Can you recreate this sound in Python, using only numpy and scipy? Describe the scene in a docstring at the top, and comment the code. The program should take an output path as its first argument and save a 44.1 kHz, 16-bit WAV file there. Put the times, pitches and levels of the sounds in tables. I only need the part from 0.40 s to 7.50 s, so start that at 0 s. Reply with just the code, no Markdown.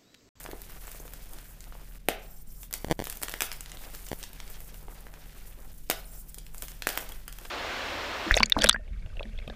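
"""Faint dry cracks and the soft thuds of crumbs come first, over a low hum; then sharp fractures ring in a room.
Two hands close to the microphone snap and crush chalk blocks over a bin of powder. Fractures are band-limited
noise bursts, splitting blocks and crumbs are decaying modes, crumbling is random ringing grains plus hiss, and
rubbing is noise in narrow resonances. A far machine is sines on rumble. The signal now and then drops in short
square pops, and at two edits the level dips briefly."""
import sys
import numpy as np
from scipy import signal
from scipy.io import wavfile

SR = 44100
rng = np.random.default_rng(int(sys.argv[2]) if len(sys.argv) > 2 else 0)


def boost(x):
    """Linear amplitude factor 10**(x/20) for a level x in decibels (scalar or array-like)."""
    u = np.asarray(x, float) / 20
    return 10 ** u


def generate_wav(signal):
    """Clip the signal to [-1, 1] and save it as 16-bit WAV at the path in sys.argv[1]."""
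    frames = np.transpose(np.atleast_2d(signal))
    scaled = np.clip(frames, -1, 1) * 32767
    pcm = np.round(scaled).astype(np.int16)
    wavfile.write(sys.argv[1], SR, pcm)


N = 313110

# machine tones: multiple of HUM_HZ, level/dB rms
HUM_TONES = [(1, -48.5), (2, -65), (4, -63.5)]
HUM_HZ = 39.04
# machine rumble: f/Hz, level/dB rms in band
RUMBLE_BANDS = [(14, -46.5), (22, -60.5), (32, -55.5), (50, -64), (80, -64), (130, -64), (210, -64),
                (330, -77), (520, -73)]
# square drops of the signal: t/s, depth/dB
POPS = [(2.446, -20), (2.4848, -28), (2.4997, -25), (2.506, -26.5), (2.512, -10), (2.5185, -14.5),
        (2.5244, -16.5), (2.5921, -20), (2.6013, -19.5), (2.6151, -29), (2.6222, -23), (3.7162, -20.5),
        (3.7306, -21)]
POP_S = 0.000764
HELD_POP_S, HELD_POP_DB = 2.4688, -34  # one longer drop: start, depth
# edits where the level dips: t/s, fade half-width/s
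EDIT_DIPS = [(1.588, 0.007), (5.336, 0.0052)]
# cupped hands and microphone: f/Hz, width/Hz, lift/dB
MIC_PEAKS = [(1056, 380, -2.5), (1520, 480, 2), (4280, 1860, -1.5), (14200, 890, 6)]
TREBLE_STOP_HZ = 15660  # from here up the treble cut takes off 40 dB
# room tail: f/Hz, t60/s, level/dB
ROOM_BANDS = [(305, 0.15, -3.5), (560, 0.42, -4), (1065, 0.6, -6.5), (2230, 0.38, -7.5), (4160, 0.33, -6.5)]
# rubbing strokes, and last a short noisy puff: start/s, end/s, level/dB
RUB_STROKES = [(1.811, 2.036, -62), (2.061, 2.26, -63.5), (5.653, 5.83, -61), (5.878, 5.908, -54)]
# whistles of the rubbing: f/Hz, width/Hz, level/dB against the stroke
RUB_WHISTLES = [(3020, 200, -23), (5860, 1300, -6), (7600, 280, -7.5), (9100, 2700, -1.5),
                (12200, 1000, -4), (13300, 990, -2), (15200, 600, -2)]
# spans with few small crumbs: start/s, end/s
SPARSE_SPANS = [(1.7, 2.32), (5.35, 5.94)]
# kneading of the hands: t/s, effort as level/dB of loose chalk, fineness/dB (powder up, crumbs down)
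KNEADING = [(0.0, -41.5, 6), (0.15, -52, 1.5), (0.3, -50.5, 1.5), (0.5, -47.5, 3), (0.7, -50.5, 3),
            (0.96, -48.5, 4), (1.18, -53, 1), (1.575, -52, 1), (1.6, -62, 0.5), (1.84, -57.5, -3),
            (2.05, -59.5, 1), (2.22, -49, 13.5), (2.29, -58, 7), (2.5, -50.5, 4), (2.561, -59, 6),
            (2.64, -50, 7), (2.9, -51.5, 9), (3.2, -51.5, 0.5), (3.7, -45.5, 3), (3.8, -47, 4),
            (3.93, -52, -1), (4.5, -51.5, 3.5), (4.69, -54.5, -0.5), (4.9, -52.5, 0.5), (5.32, -52.5, 4),
            (5.35, -51.5, 9), (5.49, -55.5, 6), (5.75, -50, 5.5), (5.97, -56, 6), (6.12, -55.5, 7),
            (6.25, -49, 6), (6.42, -55.5, 4), (6.55, -41, -1.5), (6.75, -54, -3), (6.94, -55.5, 4.5),
            (7.02, -47.5, -2.5), (7.1, -52.5, 12)]
# crumbs, grit, powder: low f/Hz, high f/Hz, grains per s, size spread/dB, cycles to t60, hiss level/dB,
# layer level/dB, share of fineness, spill level/dB
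GRAIN_LAYERS = [(245, 1210, 260, 5.5, 1.2, 5, -7.5, -0.86, -9),
                (1510, 6100, 500, 3, 3.3, 2.5, -7, -0.81, -10.5),
                (6900, 19800, 1600, 3.5, 4.2, 0.5, -6.5, 0.4, 1.5)]
# powder that runs out after a fracture: level against its edge, time to die by 60 dB
SPILL_DB, SPILL_T60_S = -18, 0.25
# crumbs landing in the bin: t/s, strike level/dB, f/Hz of the lowest mode
CRUMB_THUDS = [(0.05, -32.5, 676), (0.087, -31.5, 373), (0.13, -28.5, 380), (0.546, -38, 560),
               (0.599, -37.5, 392), (0.651, -38, 490), (2.48, -37, 340), (3.437, -39.5, 800),
               (4.483, -43, 457), (5.976, -43, 407), (6.623, -35.5, 530)]
THUD_CYCLES = 8.7  # cycles in which a thud mode dies by 60 dB
# hard chips that ring briefly: t/s, strike level/dB, f/Hz, t60/s
RINGING_CHIPS = [(5.603, -48, 4160, .04), (5.6435, -46, 4220, 0.02), (5.655, -42.5, 9650, 0.024),
                 (6.72, -39.5, 3280, 0.039), (6.986, -39, 3220, 0.017), (0.47, -40, 7860, 0.024),
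                 (0.599, -39, 6340, 0.015)]
# solid pieces that ring as they split: t/s, strike level/dB, pitch as a multiple of BLOCK_MODES
BLOCK_SPLITS = [(1.3241, -34, 1.55), (1.3525, -35.5, 1.15), (1.6866, -9.5, .95), (2.8851, -29, 2.3),
                (2.9398, -18.5, 2.6), (3.0066, -35, 2.5), (4.4831, -32.5, 1.1), (4.668, -35, 2.1),
                (5.4992, -14, .86), (5.5121, -13, 3.3), (6.423, -44, 2.6), (6.4705, -8.5, 2.0),
                (6.5754, -23, 2.3), (7.054, -34, 3.2)]
# modes of a block at pitch 1: f/Hz, level/dB, t60/s
BLOCK_MODES = [(810, 1.5, 0.0073), (1870, -21.5, 0.029), (2500, -17.5, 0.0065), (502, -9.5, 0.0069)]
# fractures: t/s, knock level/dB, tilt/dB per octave (small pieces tilt up), bright edge level/dB against the knock
FRACTURES = [(0.0056, -47, -4, -7), (0.0409, -51, 10, -3), (0.0619, -38.5, -4.5, -17),
             (0.1137, -41.5, -0.5, 0), (0.218, -52.5, 7, 13), (0.2977, -47, -0.5, -15),
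             (0.3206, -54, -2, 10), (0.4708, -51, -5, 13), (0.4794, -47, -6, -4), (0.5164, -49, -1, 13),
             (0.6794, -46, -1.5, -2), (0.7355, -51, 9, 11), (0.9342, -52.5, 7, 11),
             (0.9862, -44.5, 0.5, -15), (1.2063, -55, 11.5, 3), (1.2411, -53.5, 8, -5),
             (1.6862, -18.5, -1, -3.5), (2.232, -45, 3.5, 3.5), (2.3105, -49, -1, 8),
             (2.328, -49.5, 12, 21), (2.3387, -33, 6.5, 8.5), (2.641, -40, 0, 9.5), (2.6543, -48, 11.5, 9),
             (2.6703, -35, -3, 2.5), (2.699, -45, 10.5, 18.5), (2.708, -49, 5, 6), (2.726, -38, 2, 6),
             (2.757, -60, 6, 18), (2.7713, -54.5, 5, 22), (2.8175, -43, -6, 9), (2.8266, -42, 11.5, 1),
             (2.8327, -30, -1, 7), (2.8485, -53, 11, -1), (2.8833, -33, 2, -14), (2.895, -37, 0.5, 4),
             (2.915, -43, 5, -1), (2.921, -48, 8, 11), (2.9391, -35.5, 1.5, 0), (2.989, -58, 10, 9),
             (3.0066, -24, 1.5, -3), (3.02, -22, 1, 1), (3.0242, -36, 5, 6), (3.036, -50, 8, 7),
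             (3.066, -55, 13, 14), (3.1166, -32, 3.5, -16), (3.1276, -43, 8, 11), (3.2077, -44, 7.5, 9),
             (3.26, -42, 3.5, -23), (3.2963, -52, 6, -1), (3.3178, -41, 5, -16), (3.3716, -43, 2, -18),
             (3.549, -40.5, 3.5, 1), (3.6666, -48, 7.5, 0), (3.6863, -53.5, 12, 12), (3.7892, -66, 6, 24),
             (3.8293, -40, 7.5, -12), (3.8378, -39, 4.5, 2), (3.9314, -54, 8, 11), (4.002, -38.5, 2, -16),
             (4.0778, -48, 5.5, -8), (4.1002, -60, 4.5, 23), (4.2045, -49.5, -3, 9), (4.3434, -48, 1, -1),
             (4.6063, -63, -4, 19), (4.668, -56, -5, -23), (4.7392, -45, -1, -12), (5.491, -65, 14, 1),
             (5.5, -24.5, 4, 7), (5.5045, -40.5, 6.5, 0), (5.5114, -30.5, 1.5, 7),
             (5.9443, -52.5, 10.5, 17.5), (5.9841, -54.5, 14.5, 12.5), (6.066, -51, 6.5, -3),
             (6.1464, -47.5, -4, 8), (6.181, -55, 12, 16), (6.2228, -36.5, 4.5, 8), (6.2343, -57, 7, 17),
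             (6.283, -42, 5, 0), (6.318, -48.5, 5.5, -1), (6.422, -30.5, 3, -7), (6.4708, -27.5, 1, 5.5),
             (6.49, -28.5, 2, 2), (6.502, -34, -1, -8), (6.5544, -40, 2, 2), (6.5753, -28, -0.5, 5.5),
             (6.6133, -58, 1, 9), (6.6909, -50, 4.5, 13), (6.7211, -47, 2, 7), (6.8797, -37, 2, 0.5),
             (6.9264, -45.5, 4.5, 6), (6.986, -42, 1, 1.5), (7.0513, -42, 1, -28), (7.0556, -41, -1, -31)]
# fracture bands: low f/Hz, high f/Hz, splinter t60/s, splinter level/dB against the push, band level/dB
FRACTURE_BANDS = [(280, 1270, 0.0018, -14, -4), (1050, 3510, 0.0012, -11.5, -2),
                  (3000, 8900, 0.0021, -7, -4.1), (8000, 20600, 0.0034, -12, -2.6)]
KNOCK_HZ, BOW_DB_PER_OCT2 = 1860, -0.7052  # pivot of tilt and bow; bow of the fracture spectrum


def rms_one(x):
    """Scale the last axis to rms 1."""
    return x / np.sqrt(np.mean(x ** 2, axis=-1, keepdims=True) + 1e-20)


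def band(x, low_hz, high_hz):
    """Butterworth band-pass."""
    edges_hz = [low_hz, min(high_hz, .45 * SR)]
    return signal.sosfilt(signal.butter(2, edges_hz, "band", fs=SR, output="sos"), x)


def drift(rate_hz):
    """Slow random wander of spread 1: low-passed noise drawn every 40 samples."""
    r = np.exp(-80 * np.pi * rate_hz / SR)
    noise = rng.standard_normal(N // 40 + 2002)
    slow = signal.lfilter([1], [1, -2 * r, r * r], noise)[2000:]  # skip the filter's start
    return np.interp(np.arange(N) / 40, np.arange(len(slow)), rms_one(slow))


def ring(clicks, hz, t60):
    """A damped resonator: a unit click sets a sine of height 1 ringing."""
    r, w = boost(-60 / (t60 * SR)), 2 * np.pi * hz / SR
    return signal.lfilter([0, np.sin(w)], [1, -2 * r * np.cos(w), r * r], clicks + 1e-18)


def machine(waver_db=0.66, wander=0.0038):
    """A motor tone and a few multiples, slightly unsteady in pitch and level, on low rumble."""
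    phase = 2 * np.pi * np.cumsum(HUM_HZ * (1 + wander * drift(1.9))) / SR
    tone = rumble = 0
    for multiple, db in HUM_TONES:
        level = np.sqrt(2) * boost(db + waver_db * drift(1.9))
        tone = tone + level * np.sin(multiple * phase)
    for hz, db in RUMBLE_BANDS:
        noise = band(rng.standard_normal(N), hz / 1.447, hz * 1.17)
        rumble = rumble + boost(db) * rms_one(noise)
    return tone + rumble


def pops():
    """The signal steps down and back with sharp edges."""
    t = np.arange(N) / SR
    drops = [(s, db, POP_S) for s, db in POPS] + [(HELD_POP_S, HELD_POP_DB, 8 * POP_S)]
    return -sum(boost(db) * ((t >= s) & (t < s + length_s)) for s, db, length_s in drops)


def microphone(x):
    """Cupped hands and microphone colour the sound with resonant lifts and dips."""
    for hz, width_hz, db in MIC_PEAKS:
        peak = signal.lfilter(*signal.iirpeak(hz, hz / width_hz, fs=SR), x)
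        x = x + (boost(db) - 1) * peak
    return x


def edit_dips(x):
    """At each edit the level fades down to a tenth and back up."""
    t = np.arange(N) / SR
    for s, half_s in EDIT_DIPS:
        x = x * np.clip(abs(t - s) / half_s, .1, 1)
    return x


def room(x, first_s=0.0036, build_s=0.0043):
    """Diffuse tail: noise that builds up after the first wall and dies band by band."""
    t, tail = np.arange(SR // 2) / SR, 0
    for hz, t60, db in ROOM_BANDS:
        noise = rms_one(band(rng.standard_normal(len(t)), hz / np.sqrt(2), hz * np.sqrt(2)))
        dying = noise * boost(-60 * t / t60)
        width = np.sqrt(hz / np.sqrt(2) / (SR / 2))  # keeps dB a share of the direct energy
        tail = tail + boost(db) * width * dying / np.sqrt(np.sum(dying ** 2))
    onset = (t > first_s) * (1 - np.exp(-t / build_s))
    return signal.fftconvolve(x, tail * onset)[:N]


def rub(flicker_db=4.0, fade_s=0.013):
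    """Friction noise in narrow resonances that each come and go."""
    t = np.arange(N) / SR
    stroke = whistling = 0
    for start, end, db in RUB_STROKES:
        stroke = stroke + boost(db) * np.clip(np.minimum(t - start, end - t) / fade_s, 0, 1)
    white = rng.standard_normal(N)
    for hz, width_hz, db in RUB_WHISTLES:
        whistle = rms_one(band(white, hz - width_hz / 2, hz + width_hz / 2))
        whistling = whistling + boost(db + flicker_db * drift(27.0)) * whistle
    return stroke * whistling


def spill():
    """Power of the powder that each fracture frees, running out exponentially."""
    freed = np.zeros(N)
    for s, knock_db, _, edge_db in FRACTURES:
        freed[round(s * SR)] += boost(knock_db + edge_db + SPILL_DB) ** 2
    decay = boost(-120 / (SPILL_T60_S * SR))  # power, so twice the dB
    return signal.lfilter([1], [1, -decay], freed + 1e-18)


def crumble(clump_db=2.5, clump_rate_hz=19.0, own_db=3.5, sparse_db=-7):
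    """Tiny breaks come in clumps and ring a few cycles; powder sliding over skin adds a smooth hiss."""
    s, effort_db, fine_db = np.transpose(KNEADING)
    t, out = np.arange(N) / SR, 0
    clump, spilt = drift(clump_rate_hz), spill()
    sparse = sum((t > start) & (t < end) for start, end in SPARSE_SPANS) > 0
    shed = np.where(sparse, boost(sparse_db), 1)  # few crumbs fall here
    for low_hz, high_hz, per_s, spread_db, cycles, hiss_db, layer_db, fine_share, spill_db in GRAIN_LAYERS:
        sizes = boost(spread_db * np.minimum(rng.exponential(1, N), 4.2)) * rng.choice([-1, 1], N)
        born = rng.random(N) < per_s * boost(clump_db * clump) / SR
        # each grain is dealt one of 14 pitches
        pitches_hz, dealt = np.geomspace(low_hz, high_hz, num=14), rng.integers(0, 14, N)
        grains = sum(ring(sizes * born * (dealt == k), hz, cycles / hz) for k, hz in enumerate(pitches_hz))
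        crumbs = shed * rms_one(band(grains, low_hz, high_hz))
        hiss = band(rng.standard_normal(N), low_hz, high_hz)
        hiss = hiss * boost(.5 * clump_db * clump + own_db * drift(16.0))
        layer = rms_one(crumbs + boost(hiss_db) * rms_one(hiss))
        kneaded = boost(layer_db + np.interp(t, s, effort_db + fine_share * fine_db))
        out = out + np.sqrt(kneaded ** 2 + boost(spill_db) ** 2 * spilt) * layer
    return out


def thuds(upper=2.06, upper_db=-3, top=2.96, top_db=-6, delay_s=0.00198):
    """A crumb strikes and rings three modes, shortly after its listed time; the higher die sooner."""
    out = np.zeros(N)
    for s, db, hz in CRUMB_THUDS:
        at = round((s + delay_s) * SR)
        click = np.zeros(4096)
        click[0] = boost(db)
        modes = [(hz, 0), (upper * hz, upper_db), (top * hz, top_db)]
        for k, (mode_hz, mode_db) in enumerate(modes):
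            sign = (-1) ** k
            out[at:at + 4096] += boost(mode_db) * sign * ring(click, mode_hz, THUD_CYCLES / mode_hz)
    return out


def chips():
    """Each hard chip rings as one clean decaying mode."""
    out = np.zeros(N)
    for s, db, hz, t60 in RINGING_CHIPS:
        at = round(s * SR)
        click = np.zeros(4096)
        click[0] = boost(db)
        out[at:at + 4096] += ring(click, hz, t60)
    return out


def blocks(small_hz=230):
    """A split strikes every mode of the piece at once, small pieces higher and shorter; none gives bass."""
    out = np.zeros(N)
    for s, db, pitch in BLOCK_SPLITS:
        at = round(s * SR)
        click = np.zeros(1024)
        click[0] = boost(db)
        for hz, mode_db, t60 in BLOCK_MODES:
            out[at:at + 1024] += boost(mode_db) * ring(click, pitch * hz, t60 / pitch)
    return signal.sosfilt(signal.butter(2, small_hz, "high", fs=SR, output="sos"), out + 1e-18)


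def cracks(gain_db=0.88, rubble_db=-22, rubble_s=0.12, run_s=0.0008, follow_db=-6.5, scatter_db=6.0,
           colour_db=2.0, colour_q=5.3):
    """Fractures run on as quick splintering breaks, each coloured by random peaks and dips; rubble dies away.

    The lows are one clean push, the highs shatter."""
    s, knock_db, tilt_db, edge_db = np.transpose(FRACTURES)
    bursts, size = 0, 2048
    t, first = np.arange(size) / SR, 66  # each burst is levelled over its first 66 samples
    noise = rng.standard_normal((len(s), len(FRACTURE_BANDS), size))
    gaps = run_s * SR * rng.uniform(.3, 1.7, (len(s), 3))
    lags = np.clip(np.cumsum(gaps, axis=1), 8, size - 1).astype(int)
    for k, (low_hz, high_hz, t60, splinter_db, band_db) in enumerate(FRACTURE_BANDS):
        octaves = np.log2(np.sqrt(low_hz * high_hz) / KNOCK_HZ)
        bowed_db = tilt_db * octaves + BOW_DB_PER_OCT2 * octaves ** 2
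        top_band = k == len(FRACTURE_BANDS) - 1
        levels_db = knock_db + band_db + (edge_db if top_band else bowed_db)
        splinters = boost(splinter_db - 60 * t / t60)
        rubble = boost(splinter_db + rubble_db - 60 * t / rubble_s)
        push = (t == 0) * (-1.) ** k  # neighbouring bands join in phase at their shared edge
        burst = band(noise[:, k] * (splinters + rubble) + push, low_hz, high_hz)
        burst = burst / np.sqrt(np.mean(burst[:, :first] ** 2, axis=1, keepdims=True))
        run = np.tile(1. * (t == 0), (len(s), 1))
        if low_hz > KNOCK_HZ / 2:  # the later breaks are small: no bass
            later_db = follow_db * np.arange(1, 4) + scatter_db * rng.standard_normal(lags.shape)
            np.put_along_axis(run, lags, boost(np.minimum(later_db, -2)), axis=1)
            run = run / np.sqrt(np.sum(run ** 2, axis=1, keepdims=True))
        broken = signal.fftconvolve(burst, run, axes=1)[:, :size]
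        bursts = bursts + boost(levels_db + gain_db)[:, None] * broken
    out = np.zeros(N + size)
    colour_octaves = rng.uniform(1, 3, (len(s), 4))
    for at, burst, octaves in zip(np.round(s * SR).astype(int), bursts, colour_octaves):
        # two peaks and two dips at random pitches
        for hz, sign in zip(KNOCK_HZ * 2 ** octaves, (1, -1, 1, -1)):
            peak = signal.lfilter(*signal.iirpeak(hz, colour_q, fs=SR), burst)
            burst = burst + (boost(sign * colour_db) - 1) * peak
        out[at:at + size] += burst
    return out[:N]


def scene(block_send_db=-2.5, crack_send_db=1.24):
    """Hands, bin and room over the hum; cracks and thuds feed the room more strongly than the ringing blocks."""
    sharp, rung = cracks() + thuds(), blocks()
    echo = room(boost(crack_send_db) * sharp + boost(block_send_db) * rung)
    close = sharp + rung + chips() + crumble() + rub()
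    return (close + echo + machine())[None]


def roll_off(x):
    """The treble ends steeply here."""
    return signal.sosfilt(signal.butter(12, 16640, fs=SR, output="sos"), x)


def record(dry):
    """Microphone colour, pops, edit dips, then a steep treble cut."""
    x = edit_dips(microphone(dry) + pops())
    treble_cut = signal.cheby2(16, 40, TREBLE_STOP_HZ, fs=SR, output="sos")
    mix = signal.sosfilt(treble_cut, x)
    return roll_off(mix)


dry = scene()
out = record(dry)
generate_wav(out)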